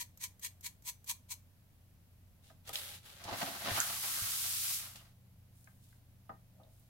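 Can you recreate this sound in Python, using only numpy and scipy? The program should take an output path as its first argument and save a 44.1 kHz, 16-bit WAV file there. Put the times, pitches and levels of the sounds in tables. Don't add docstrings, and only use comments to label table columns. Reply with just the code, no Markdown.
import sys
import numpy as np
from scipy import signal
from scipy.fft import rfft, irfft, next_fast_len
from scipy.io import wavfile

SR = 44100
rng = np.random.default_rng(int(sys.argv[2]) if len(sys.argv) > 2 else 0)


def put_to_file(sound):
    columns = np.atleast_2d(sound).T
    safe = np.clip(columns, -1, 1)
    whole_steps = np.round(safe * 32767)
    wavfile.write(sys.argv[1], SR, whole_steps.astype(np.int16))


N = 303834
T = np.arange(N) / SR
FFT_SIZE = 2 * next_fast_len(N // 2 + 8192)
HZ = np.maximum(np.fft.rfftfreq(FFT_SIZE, 1 / SR), 1)

# [f/Hz, early level/dB, late level/dB, random waver (steady part = 1)]
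HUM_LINES = [(48.8, -78, -77, .8), (90.8, -66, -66.5, 0.3), (119, -73.5, -66, 0.05), (167.6, -79, -77, 0.9),
             (189.2, -82.5, -74, 0.5)]
HUM_CHANGE_S = [3.4, 3.8]
# [f/Hz, level/dB]
ROOM_NOISE_COLOUR = [(20, -8.5), (45, -8), (90, -3), (180, -11), (260, -14.5), (350, -25), (600, -23.5),
                     (1200, -30.5), (2500, -31), (5000, -34), (9000, -36), (11500, -30), (15000, -32)]
# [f/Hz, likeness -1 to 1]
SIDE_LIKENESS = [(60, 0.99), (130, 0.64), (300, 0.67), (700, 0.6), (1400, 0.18), (2600, -0.079),
                 (6000, 0.029), (15000, 0.03)]
# [blade lands t/s, cut length/s, level/dB, landing tick level/dB,
# grip from 0 = far from the point to 1 = close to it]
BLADE_STROKES = [(-0.05, 0.068, -37.5, -60, 0.091), (0.174, 0.075, -38.5, -51, 0.12),
                 (0.395, 0.067, -37.5, -52.5, 0.022), (0.609, 0.061, -40, -53, 0.1),
                 (0.823, 0.071, -37.5, -57, 0.9), (1.043, .068, -37, -52.5, 0.98),
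                 (1.272, 0.055, -40.5, -84, 0.99)]
# [f/Hz, level/dB]
SCRAPE_COLOUR = [(400, -41), (700, -30), (1000, -6), (1350, -17.5), (1900, -5.5), (2800, -5), (4100, -2.5),
                 (5100, -4), (6300, -2), (8000, -1), (10000, -5), (12500, -2), (15000, -6.5)]
# [f/Hz, width/Hz, level/dB]
BLADE_MODES = [(949, 86, 5), (1940, 180, -4), (2296, 134, 10.5), (3250, 150, 0), (4150, 150, 3),
               (6180, 290, 0.5), (6500, 140, -1.5), (7650, 74, -10), (8330, 190, -1), (11240, 250, -4)]
# [f/Hz, level/dB]
LANDING_COLOUR = [(1500, -11), (3500, -11), (5200, -5), (7200, 2), (9500, -12), (11500, -4), (12800, 9),
                  (14500, -6), (16000, -26)]
# [t/s, level/dB, f/Hz, time to fall 60 dB/s]
FREE_BLADE_RING = (0.897, -65, 6000, .29)
# [start t/s, speeding up/s, coasting/s, relative level/dB, brightness/dB per octave]
SLIDE_EVENTS = [(2.41, 0.035, 0.065, -63.5, 1.5), (2.63, 0.057, 0.0079, -48, -1.5),
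                (2.724, 0.0097, 0.23, -42, 0), (3.008, 0.051, 0.13, -52.5, -1.5),
                (5.47, .1, 0.2, -64.5, 11), (5.76, 0.079, 0.13, -66, 7), (6.62, .1, .16, -69, 8)]
# [f/Hz, level/dB]
SLIDE_COLOUR = [(200, -15), (380, -9.5), (600, -8), (1000, -8), (1500, -2.5), (2400, -0.5), (3600, 3.5),
                (5500, -2.5), (8500, -4), (11500, -9), (15000, -14)]
# [f/Hz, width/Hz, level/dB]
SLIDE_MODES = [(555, 55, 6.5), (820, 80, 6), (1310, 130, -5), (3500, 730, -14.5)]
# [t/s, level/dB]
PENCIL_TAPS = [(2.5, -57), (5.673, -50), (5.925, -61), (6.295, -49.5)]
# [f/Hz, half the width given to each of two passes/Hz, level/dB]
PENCIL_MODES = [(1240, 170, -1.5), (1620, 130, 5.5), (1980, 130, 1)]
# [t/s, relative level/dB, hardness as the low-pass limit f/Hz]
TABLE_KNOCKS = [(2.503, -54, 700), (2.692, -46, 1500), (3.281, -39.5, 900), (3.319, -42, 2000),
                (3.357, -44.5, 2000), (3.425, -42, 1800), (3.776, -39.5, 2500), (4.045, -53, 3000),
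                (5.672, -63, 2500), (6.293, -41, 2200), (6.315, -57, 1800), (6.598, -59, 1200)]
# [f/Hz, width/Hz, level/dB]
TABLE_MODES = [(190, 27, -8), (275, 15, 1.5), (339.4, 15, -10), (409, 19.5, -7), (503, 31, -11.5),
               (577, 11.6, -4.5), (655.3, 14, -1), (710, 16.8, 1.5), (767, 12.3, 4), (817, 53, -0.5),
               (871, 37, 0.5), (986, 42, -1.5), (1115, 37, -4), (1238, 18, -4), (1298, 21.8, -8),
               (1449, 12, -2), (1573, 23, -8), (1847, 11, -7)]
# [f/Hz, level/dB]
CLACK_COLOUR = [(88, -43), (150, -2.5), (280, 1), (380, -15), (602, 1.5), (858, 2), (1070, -16), (1260, 8),
                (1380, -9), (2040, -22), (6000, -26), (7800, -66), (13200, -120)]
# [t/s, starting peak level/dB]
WEIGHT_BUMPS = [(2.682, -49), (3.256, -47), (3.319, -43), (3.715, -34.5), (4.221, -40)]
# [t/s, level/dB, f/Hz, width of each of two passes/Hz, time to fall 60 dB/s]
SHARP_CLICKS = [(2.677, -47, 4000, 9000, 0.04), (2.6926, -35, 5770, 14000, 0.011),
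                (2.756, -28, 3600, 2400, 0.022), (2.953, -53, 8000, 11000, .03),
                (3.239, -44.5, 5000, 8000, 0.063), (3.8031, -17.5, 6600, 2800, 0.0045),
                (4.038, -42, 1530, 3500, .12), (4.936, -56, 6000, 6000, .025),
                (4.957, -50.5, 5100, 9000, 0.093), (5.643, -57.5, 7140, 8000, .02),
                (6.634, -64, 3850, 1200, 0.029), (6.796, -63, 12100, 6000, .03)]
# [t/s, speed as relative level of the hiss/dB, pressure as relative level of the hand's drag/dB]
WAD_PRESS = [(3.2, -66.5, -70.5), (3.252, -64.5, -53), (3.33, -57.5, -45), (3.388, -49, -52),
             (3.42, -49, -45), (3.564, -53.5, -57), (3.694, -48.5, -46.5), (3.79, -40.5, -51)]
WAD_SWEEP = [(3.83, -43, -57), (4.006, -45, -71.5), (4.042, -41.5, -63.5), (4.638, -40.5, -78),
             (4.698, -40, -63.5), (4.742, -39.5, -87), (4.832, -50, -66), (5.12, -81.5, -83)]
# [f/Hz, level/dB]
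DRAG_COLOUR = [(65, -35.5), (110, 5), (140, -4), (200, 2), (290, -8), (344, -2), (472, -6), (647, 7),
               (815, -4), (1130, -21), (1230, -20), (1690, -22), (2000, -5), (2600, -35), (4400, -120)]
SCUFF_COLOUR = [(560, -33), (950, -5), (1130, -6), (1200, -0.5), (1500, -3), (1720, -4), (1880, -1),
                (2040, -3.5), (4350, -3.5), (5530, -10), (6500, -11), (8450, -27), (14300, -120)]
HISS_COLOUR = [(1000, -27.5), (2200, -7.5), (3500, -3), (5000, -1), (7000, -1), (9000, -0.5), (10800, 1),
               (13000, 0.5), (15000, -4)]
# [t/s of the middle, level/dB, f/Hz, spread of the swell/s]
SHORT_RUBS = [(3.289, -46.5, 820, 0.009), (3.712, -44.5, 1670, .014), (3.775, -36.5, 1360, 0.0091),
              (3.81, -37, 1480, 0.016), (4.2, -52, 1500, .05), (4.99, -61.5, 3000, 0.023),
              (6.636, -66, 606, 0.046)]

ROOM_NOISE_DB = -65.5
ROOM_T60_S = 0.21
SETTLE_S = 0.033
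BITE_DB_PER_S, FULL_BITE_S, RUN_OFF_DB_PER_S = 442, 0.0095, 856
FLEX_FAR_DB, FLEX_CLOSE_DB = np.array([-2, 13.5]), np.array([8, -15])
COAST_DB_PER_S, STOP_DB_PER_S = 34.5, 290
CRINKLES_PER_S = 60
RUB_WIDTH = 0.31
CUTOFF_HZ = 15900


def from_db(db):
    return np.exp(np.asarray(db) * (np.log(10) / 20))


def rms_one(x):
    return x / np.sqrt(np.mean(x ** 2) + 1e-20)


def at_hz(points):
    hz, value = np.transpose(points)
    return np.interp(np.log(HZ), np.log(hz), value)


def filtered(x, response):
    return irfft(rfft(x, FFT_SIZE) * response)[..., :N]


def unit(response):
    return response / np.sqrt(np.mean(np.abs(response) ** 2))


def colour(points):
    cepstrum = irfft(np.log(from_db(at_hz(points))))
    cepstrum[1:len(HZ) - 1] *= 2
    cepstrum[len(HZ):] = 0
    return unit(np.exp(rfft(cepstrum)))


def resonance(hz, width_hz):
    return 1 / (1 + 1j * (HZ ** 2 - hz ** 2) / (HZ * width_hz))


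def drift(rate):
    knots = rng.standard_normal(int(N / SR * rate) + 2)
    return rms_one(np.interp(T * rate, np.arange(len(knots)), knots))


def noise():
    alike = np.clip(at_hz(SIDE_LIKENESS), -.99, .99)
    mid, side = filtered(rng.standard_normal((2, N)), np.sqrt([1 + alike, 1 - alike]))
    return np.array([mid + side, mid - side]) / np.sqrt(2)


def friction(slips_per_s, rough_db):
    return rms_one(noise() * from_db(rough_db * drift(slips_per_s)))


def burst(s, t60):
    return (T >= s) * from_db(-60 * np.clip((T - s) / t60, 0, 3))


def background():
    hum = 0
    for hz, early_db, late_db, waver in HUM_LINES:
        wandering = drift(12) + 1j * drift(12)
        phasor = (1 + waver * wandering) / np.sqrt(1 + 2 * waver ** 2)
        gain = from_db(np.interp(T, HUM_CHANGE_S, [early_db, late_db]))
        hum = hum + np.sqrt(2) * gain * np.real(phasor * np.exp(2j * np.pi * hz * T))
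    return hum + from_db(ROOM_NOISE_DB) * filtered(noise(), colour(ROOM_NOISE_COLOUR))


def cut_pressure(s, length, db):
    past_end = T - s - length
    bite_db = BITE_DB_PER_S * np.minimum(past_end + FULL_BITE_S, 0)
    depth_db = bite_db - RUN_OFF_DB_PER_S * np.maximum(past_end, 0)
    moving = np.clip((T - s) / SETTLE_S, 0, 1) ** 2
    return moving * from_db(db + np.maximum(depth_db, -200))


def stroke_body(scrape, grip, wander=0.018, grip_db=1.5, close_flat=0.047, bright_db=0.63, close_bright_db=0.5):
    chance = rng.standard_normal((2, len(BLADE_MODES)))
    detune, strength_db = 1 + wander * chance[0], grip_db * chance[1]
    detune[0] = 1 + close_flat * (.5 - grip)
    strength_db[:2] = (1 - grip) * FLEX_FAR_DB + grip * FLEX_CLOSE_DB
    modes = 0
    for k, (hz, width_hz, db) in enumerate(BLADE_MODES):
        modes = modes + from_db(db + strength_db[k]) * resonance(hz * detune[k], width_hz)
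    tilt_db_per_octave = bright_db + close_bright_db * grip
    return unit(scrape * (1 + modes) * from_db(tilt_db_per_octave * np.log2(HZ)))


def sharpening(chatter_db=1.5, hollow_db=-3, left_db=1.1, touch_t60=0.039):
    slips = friction(slips_per_s=1600, rough_db=1.5) * from_db(chatter_db * drift(220))
    scrape = colour(SCRAPE_COLOUR) * from_db(hollow_db * abs(resonance(2180, 630)))
    out, ticks = 0, 0
    for s, length, db, tick_db, grip in BLADE_STROKES:
        out = out + filtered(cut_pressure(s, length, db) * slips, stroke_body(scrape, grip))
        ticks = ticks + from_db(tick_db) * burst(s, touch_t60)
    left_lean = from_db(left_db * np.array([[1], [-1]]) / 2)
    return left_lean * out + filtered(noise() * ticks, colour(LANDING_COLOUR))


def blade_ring():
    s, db, hz, t60 = FREE_BLADE_RING
    return from_db(db) * burst(s, t60) * np.sqrt(2) * np.sin(2 * np.pi * hz * T)


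def push(s, rise_s, coast_s):
    since_top = T - s - rise_s
    coast_loss_db = COAST_DB_PER_S * np.maximum(since_top, 0)
    stop_loss_db = STOP_DB_PER_S * np.clip(since_top - coast_s, 0, 1)
    return np.clip((T - s) / rise_s, 0, 1) ** 2 * from_db(-coast_loss_db - stop_loss_db)


def crinkles(size_db=2.5, t60=0.006):
    sizes = from_db(size_db * np.minimum(rng.exponential(1, N), 2.5))
    snaps = (rng.random(N) < CRINKLES_PER_S / SR) * sizes
    return noise() * signal.lfilter([1], [1, -from_db(-60 / (t60 * SR))], snaps + 1e-18)


def sliding(slide_db=-3, right_db=1.0, peaks_db=-3, shine_db=6.0, crackle_db=-4):
    aside = from_db(right_db * np.array([[-1], [1]]) * (HZ / 8000 - 1.0))
    peaks = sum(from_db(db + peaks_db) * resonance(hz, width_hz) for hz, width_hz, db in SLIDE_MODES)
    body = colour(SLIDE_COLOUR) * (1 + peaks)
    slips = friction(slips_per_s=700, rough_db=2.5) + from_db(crackle_db) * crinkles()
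    out, all_speed = 0, 0
    for s, rise_s, coast_s, db, bright_db in SLIDE_EVENTS:
        speed = from_db(db) * push(s, rise_s, coast_s)
        bright_body = unit(body * from_db(bright_db * np.log2(HZ)))
        out = out + filtered(speed * slips, bright_body * aside)
        all_speed = all_speed + speed
    fine = from_db(shine_db) * all_speed * np.sqrt(all_speed / all_speed.max()) * noise()
    return from_db(slide_db) * (out + filtered(fine, resonance(11200, 7700) ** 2 * aside))


def taps(contact_t60=0.024):
    force = noise() * sum(from_db(db) * burst(s, contact_t60) for s, db in PENCIL_TAPS)
    ring = sum(from_db(db) * resonance(hz, 2 * width_hz) ** 2 for hz, width_hz, db in PENCIL_MODES)
    return filtered(force, unit(ring))


def table_top():
    board = 0
    for k, (hz, width_hz, db) in enumerate(TABLE_MODES):
        board = board + (-1) ** k * from_db(db) * resonance(hz, width_hz)
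    return unit(board)


def knocks(ring_db=-5, bump_hz=98, bump_t60=0.22):
    crack = noise()
    force, bumps = 0, 0
    for s, db, hard_hz in TABLE_KNOCKS:
        softener = signal.butter(2, hard_hz, fs=SR, output="sos")
        force = force + from_db(db) * signal.sosfilt(softener, crack * burst(s, t60=0.07) + 1e-18)
    for s, db in WEIGHT_BUMPS:
        bumps = bumps + from_db(db) * burst(s, bump_t60) * np.sin(2 * np.pi * bump_hz * (T - s))
    return filtered(force, colour(CLACK_COLOUR) + from_db(ring_db) * table_top()) + bumps


def clicks():
    crack = noise()
    out = 0
    for s, db, hz, width_hz, t60 in SHARP_CLICKS:
        out = out + from_db(db) * filtered(crack * burst(s, t60), unit(resonance(hz, width_hz) ** 2))
    return out


def level(rows, column):
    rows = np.array(rows)
    start, end = rows[0, 0], rows[-1, 0]
    fade = np.interp(T, [start - .02, start, end, end + .02], [0, 1, 1, 0])
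    return fade * from_db(np.interp(T, rows[:, 0], rows[:, column]))


def wiping(drag_db=-1.5, board_db=-1, scuff_db=6.0, scuff_ring_db=-9, hiss_db=4.5, judder_db=4.0,
           pressure_share=0.52, crinkle_db=-3):
    board = table_top()
    judder = judder_db * drift(70)
    wipe = np.vstack([WAD_PRESS, WAD_SWEEP])
    speed, pressure = level(wipe, 1), level(wipe, 2)

    skin = from_db(judder) * friction(slips_per_s=430, rough_db=3.5)
    drag = filtered(pressure * skin, from_db(drag_db) * colour(DRAG_COLOUR) + from_db(board_db) * board)

    paper = from_db(judder / 2) * friction(slips_per_s=600, rough_db=2.0) + from_db(crinkle_db) * crinkles()
    effort = pressure ** pressure_share * speed ** (1 - pressure_share)
    scuff_body = colour(SCUFF_COLOUR) * (1 + from_db(scuff_ring_db) * board / 2)
    scuff = filtered(effort * paper, scuff_body)

    hiss = speed * filtered(friction(slips_per_s=1500, rough_db=1.2), colour(HISS_COLOUR))
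    return drag + from_db(scuff_db) * scuff + from_db(hiss_db) * hiss


def rubs():
    slips = friction(slips_per_s=420, rough_db=4.0)
    out = 0
    for s, db, hz, spread_s in SHORT_RUBS:
        swell = from_db(db) * np.exp(-((T - s) / spread_s) ** 2 / 2)
        out = out + filtered(slips * swell, unit(resonance(hz, RUB_WIDTH * hz) ** 2))
    return out


def room(x, wet_db, first_wall_s=.004):
    tail = noise() * burst(first_wall_s, ROOM_T60_S)
    tail /= np.sqrt(np.sum(tail ** 2, axis=1)[:, None])
    return x + from_db(wet_db) * filtered(x, rfft(tail, FFT_SIZE))


def scene():
    strokes = room(sharpening() + blade_ring(), wet_db=-13.5)
    contacts = room(clicks() + taps() + knocks() + rubs(), wet_db=-8.0)
    rubbing = room(sliding() + wiping(), wet_db=-9.0)
    return strokes + contacts + rubbing + background()


def record(dry):
    return filtered(dry, 1 / np.sqrt(1 + (HZ / CUTOFF_HZ) ** 900))


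dry = scene()
out = record(dry)
put_to_file(out)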